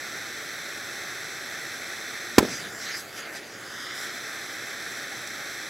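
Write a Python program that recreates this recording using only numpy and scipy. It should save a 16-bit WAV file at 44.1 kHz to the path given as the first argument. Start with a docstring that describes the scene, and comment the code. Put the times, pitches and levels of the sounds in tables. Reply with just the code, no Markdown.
"""Blowtorch and bursting powder balloon

A blowtorch hisses on the ground in a yard at night; its direct sound interferes with a ground reflection.
A balloon full of powder bursts over it: the bang echoes off things nearby and overloads the microphone.
The powder burns in a fireball whose hot air refracts and shades the hiss until it has risen away."""
import sys
import numpy as np
from scipy import signal
from scipy.fft import rfft, irfft
from scipy.io import wavfile
from scipy.ndimage import uniform_filter1d

SR = 44100
rng = np.random.default_rng(int(sys.argv[2]) if len(sys.argv) > 2 else 0)


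def int16_out(signal):
    """Quantize to a 16-bit WAV file."""
    q = np.round(np.clip(np.atleast_2d(signal).T, -1, 1) * 32767)
    wavfile.write(sys.argv[1], SR, q.astype(np.int16))


N = 250929
TIME, FREQUENCY = np.arange(N) / SR, np.fft.rfftfreq(N, 1 / SR)
BURST_S = 2.38156


def gain_of(db):
    """Amplitude ratio of a level in decibels."""
    return 10 ** (np.asarray(db) / 20)


def unit_rms(x):
    """Normalisation to rms 1."""
    return x / np.sqrt(np.mean(x ** 2) + 1e-20)


def spectrum_at(points, hz):
    """Interpolation on a logarithmic frequency axis."""
    f, value = np.transpose(points)
    return np.interp(np.log(hz + 1), np.log(f + 1), value)


def add(mix, start_s, sound):
    """Superposition of a stereo sound on the mix."""
    part = mix[:, round(start_s * SR):][:, :sound.shape[1]]
    part += sound[:, :part.shape[1]]


def trapezoid(t, start, attack_s, hold_s, release_s):
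    """A linear envelope from 0 to 1 and back."""
    age = t - start
    return np.clip(np.minimum(age / attack_s, 1 - (age - attack_s - hold_s) / release_s), 0, 1)


def band(hz, low_hz, high_hz, steepness=4.1):
    """Band-pass weights with soft edges, as a column."""
    return (1 / (1 + (low_hz / (hz + 1)) ** steepness) / (1 + (hz / high_hz) ** steepness))[:, None]


def fluctuation(corner_hz):
    """Low-pass random modulation of rms 1."""
    return unit_rms(irfft(rfft(rng.standard_normal(N)) / (1 + (FREQUENCY / corner_hz) ** 2), N))


# likeness of the two channels (frequency [Hz], coherence [0-1])
COHERENCE = [(60, 0.82), (130, 0.92), (350, 0.99), (800, 0.91), (1200, 0.97), (1900, 1), (2400, 0.87),
             (3600, 0.95), (4800, 0.77), (5700, 1), (11500, 1), (13000, 0.68)]

def noise(colour, peaks=(), size=N):
    """Partially coherent noise at two closely spaced microphones, coloured and scaled to rms 1."""
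    hz = np.fft.rfftfreq(size, 1 / SR)
    peaks_db = sum(rise / (1 + (2 * (hz - f) / width) ** 2) for f, width, rise in peaks)
    db = spectrum_at(colour, hz) + peaks_db
    shared, apart = rfft(rng.standard_normal((2, size)))
    coherence = spectrum_at(COHERENCE, hz)
    mid, side = shared * np.sqrt(1 + coherence), apart * np.sqrt(1 - coherence)
    return unit_rms(irfft(np.array([mid + side, mid - side]) * gain_of(db), size))


# spectrum of the jet (frequency [Hz], relative level [dB])
JET_SPECTRUM = [(25, -45), (60, -22.5), (120, -10), (200, -11.5), (350, -5), (900, -3), (1450, 0.5),
                (2000, -1.1), (2900, -9.5), (5400, -7.5), (7700, -12.5), (9000, -19.5), (11700, -18.5),
                (14500, -27)]
# narrow peaks and dips that colour the torch's hiss (frequency [Hz], width [Hz], gain [dB])
HISS_COLOUR = [(318, 97, 0.9), (498, 43, -5), (540, 34, 1.5), (793, 160, 4), (1070, 24, -2),
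               (1150, 26, 1.5), (1340, 31, 1), (1805, 26, 2), (2600, 27, 5.5), (3045, 320, 3.5),
               (3520, 140, 3), (4800, 300, 3), (5150, 89, 3.5), (5440, 290, -2), (6290, 500, 1.5),
               (7000, 230, -5), (8140, 81, -11), (10100, 420, 2), (13900, 800, 1.5)]
# spits of the flame (time [s], level [dB])
FLAME_SPITS = [(5.274, -26), (5.2765, -26)]

def torch(level_db=-37.5, flutter_db=0.74, flutter_hz=220, drift_db=0.14, drift_hz=2.05):
    """A turbulent jet hisses, and the flame spits briefly."""
    jet = noise(JET_SPECTRUM, HISS_COLOUR)
    jet -= 0.025 * (jet ** 2 - 1)  # nonlinear steepening makes the waves lopsided
    jet *= gain_of(level_db + flutter_db * fluctuation(flutter_hz) - drift_db * fluctuation(drift_hz))
    t = TIME[:512]
    for start, db in FLAME_SPITS:
        spit = noise([(1000, -15), (3500, 0), (7500, 0.5), (10000, -18)], size=len(t))
        add(jet, start, gain_of(db) * np.exp(-t / 0.00025) * spit)
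    return jet


def eddies(shape, size=(7, 17)):
    """Turbulence as smooth random patches of rms 1 over frequency and time."""
    field = rng.standard_normal(shape)
    for axis, width in 2 * list(enumerate(size)):
        field = uniform_filter1d(field, width, axis)
    return unit_rms(field)


# hot plumes crossing the path
# (start [s], closing [s], hold [s], clearing [s], gain [dB], lower edge [Hz], upper edge [Hz])
HOT_PLUMES = [(2.556, .16, 0.061, 0.049, -6.5, 1780, 6000), (2.994, 0.053, 0.076, .055, -10.5, 1200, 8600),
              (3.196, 0.032, 0.091, 0.061, -7.5, 2500, 11000), (3.359, 0.042, .09, .42, -8, 920, 16000),
              (3.84, 0.036, .05, .03, -5, 8500, 16000), (4.06, .03, .01, .03, -3, 8500, 16000)]
# pockets of air acting as lenses (time [s], half length [s], gain [dB], lower edge [Hz], upper edge [Hz])
AIR_LENSES = [(2.52, 0.068, 5, 2830, 11000), (2.82, 0.027, 3, 3300, 11000), (2.917, 0.05, 4.5, 1200, 3000),
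              (2.996, 0.032, 7.5, 6200, 18000), (3.195, 0.022, 1.5, 3000, 16000),
              (3.372, 0.022, 3.5, 2020, 9000), (4.02, 0.057, 8, 8800, 18000), (4.043, .07, 2, 1200, 8000),
              (4.16, .03, 2, 9000, 18000)]

def hot_air(hz, t, churn, swirl_db=3.0):
    """Refraction as a gain in dB: plumes shade, lenses focus, eddies make patches swell and fade."""
    shade = sum(db * band(hz, low, high) * trapezoid(t, start, closing, hold, clearing)
                for start, closing, hold, clearing, db, low, high in HOT_PLUMES)
    focus = sum(db * band(hz, low, high) * np.exp(-((t - centre) / half) ** 2)
                for centre, half, db, low, high in AIR_LENSES)
    lingering = churn ** 0.51  # small eddies die away late
    return shade + focus + swirl_db * lingering * band(hz, 2000, 14000) * eddies(shade.shape)


# lag of the ground reflection, shifted by warm air (time [s], delay [ms])
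GROUND_DELAY = [(2.38, .517), (3.18, .52), (3.28, 0.48), (3.47, .46), (3.59, 0.54), (3.72, .61),
                (3.96, 0.546), (4.17, 0.52), (4.45, 0.52)]

def ground_comb(hz, t, churn, reflection=0.7, calm_hz=13800, churned_hz=3080):
    """Interference with the ground reflection forms a comb; churning air blurs its upper teeth."""
    coherent_hz = calm_hz * (churned_hz / calm_hz) ** churn
    bounce = reflection * np.exp(-(hz[:, None] / coherent_hz) ** 2)
    delay_s = np.interp(t, *np.transpose(GROUND_DELAY)) / 1000
    comb = 1 + bounce * np.exp(-2j * np.pi * hz[:, None] * delay_s)
    # what the bounce loses is scattered, so power is conserved
    return comb * np.sqrt((1 + reflection ** 2) / (1 + bounce ** 2))


# balance of the hiss (frequency [Hz], left minus right [dB])
HISS_BALANCE = [(60, 0.0), (200, 0.5), (380, 0), (700, -1.5), (1290, -0.5), (2380, -0.6), (4400, -2),
                (8120, -0.2), (15000, 1.5)]

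def air_path(hiss):
    """Propagation over the ground, through air that churns while the powder burns and then settles."""
    frames = dict(fs=SR, nperseg=512, noverlap=384)
    hz, t, spectra = signal.stft(hiss, **frames)
    churn = trapezoid(t, BURST_S, attack_s=0.25, hold_s=0.85, release_s=0.58)
    sides = gain_of(np.outer([.5, -.5], spectrum_at(HISS_BALANCE, hz)))[:, :, None]
    spectra *= ground_comb(hz, t, churn) * gain_of(hot_air(hz, t, churn)) * sides
    return signal.istft(spectra, **frames)[1][:, :N]


def wall_echo(hiss, reflection=0.15, delay_s=0.00885, corner_hz=2200):
    """A dull reflection off a nearby surface bypasses the fire and ripples the low end by interference."""
    lag = np.exp(-2j * np.pi * FREQUENCY * delay_s)
    return irfft(rfft(hiss) * reflection * lag / np.hypot(1, FREQUENCY / corner_hz), N)


# spectrum of the burning powder (frequency [Hz], relative level [dB])
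FIRE_SPECTRUM = [(30, -25), (70, -10), (200, 1), (400, -7), (900, -18), (3000, -35), (15000, -55)]

def fireball(level_db=-47, rise_s=0.07, fade_after_s=0.16, fade_db_per_s=29):
    """Combustion noise: a soft, low rush that fades as the powder is used up."""
    age = TIME - BURST_S
    db = level_db - fade_db_per_s * np.maximum(age - fade_after_s, 0)
    return np.clip(age / rise_s, 0, 1) * gain_of(db) * noise(FIRE_SPECTRUM)


# spectrum of the yard's diffuse field (frequency [Hz], relative level [dB])
YARD_SPECTRUM = [(40, -30), (100, -6), (190, 2.5), (380, -1.5), (700, -8), (1200, -24), (4000, -25),
                 (15000, -51)]

def yard_reverberation(level_db=-26, t60_s=0.53, build_s=0.0056):
    """Scattering round the yard turns the bang into a dull boom that decays exponentially."""
    age = np.maximum(TIME - BURST_S, 0)
    decay = np.exp(-np.log(1000) * age / t60_s)
    return gain_of(level_db) * (1 - np.exp(-age / build_s)) * decay * noise(YARD_SPECTRUM)


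def swing(low_hz, high_hz, t, push_s=0.0001):
    """Damped oscillation within a band after a sudden push of air; peak 1."""
    push = t / push_s * np.exp(-t / push_s)
    wave = signal.sosfilt(signal.butter(2, [low_hz, high_hz], "band", fs=SR, output="sos"), push)
    return wave / abs(wave).max()


# spectrum of the tearing rubber (frequency [Hz], relative level [dB])
RUBBER_SPECTRUM = [(200, -7.5), (600, -2), (900, 6.5), (1700, 4.5), (2600, -5), (4300, -7), (5800, -4.5),
                   (9000, -10.5), (15000, -14.5)]
# reflections from things nearby (arrival time [s], signed amplitude [ratio], brightness [0-1])
BANG_ECHOES = [(2.391, 0.14, 0.9), (2.391, -0.26, 1), (2.405, 0.17, 0.35), (2.409, -0.18, 0.05),
               (2.428, -0.28, 0.3), (2.4353, 0.053, .1), (2.4440, -.08, .1), (2.4500, 0.086, 0.65),
               (2.478, -0.02, 0)]

def balloon_burst(thump_db=8.5, punch_db=-14, crack_db=-1.3, echo_crack_db=-10, lean_db=1.0):
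    """Sudden expansion: the freed gas oscillates as a thump while the rubber cracks; echoes follow."""
    t = TIME[:4096]
    thump = gain_of(thump_db) * swing(209, 433, t) + gain_of(punch_db) * swing(52, 200, t)
    rise_s, fall_s = 0.0018, 0.0046
    tear = np.minimum(t / rise_s, np.exp((rise_s - t) / fall_s))
    bang = np.zeros((2, N))
    add(bang, BURST_S, thump + gain_of(crack_db) * tear * noise(RUBBER_SPECTRUM, size=len(t)))
    for arrival, amplitude, brightness in BANG_ECHOES:
        crack = brightness * gain_of(echo_crack_db) * tear * noise(RUBBER_SPECTRUM, size=len(t))
        add(bang, arrival, amplitude * (swing(233, 440 + 200 * brightness, t) + crack))
    return bang * gain_of(lean_db * np.array([[-1], [1]]))  # louder on the right


def scene():
    """Superposition of the hiss on its paths, the bang, its reverberation and the fire."""
    hiss = torch()
    return air_path(hiss) + wall_echo(hiss) + balloon_burst() + yard_reverberation() + fireball()


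def record(dry, ceiling_db=-3.0, tilt_db=1.08, give=0.024, bass_cut_hz=42, treble_cut_hz=15860):
    """Saturation: the microphone clips on the bang, the left side sooner; band limiting follows."""
    ceiling = gain_of(ceiling_db + tilt_db * np.array([[-1], [1]]))
    x = (1 - give) * np.clip(dry, -ceiling, ceiling) + give * dry
    x = signal.sosfilt(signal.butter(2, bass_cut_hz, "high", fs=SR, output="sos"), x)
    low_pass = signal.firwin(511, treble_cut_hz, window=("kaiser", 9), fs=SR)
    return signal.oaconvolve(x, low_pass[None], "same")


dry = scene()
out = record(dry)
int16_out(out)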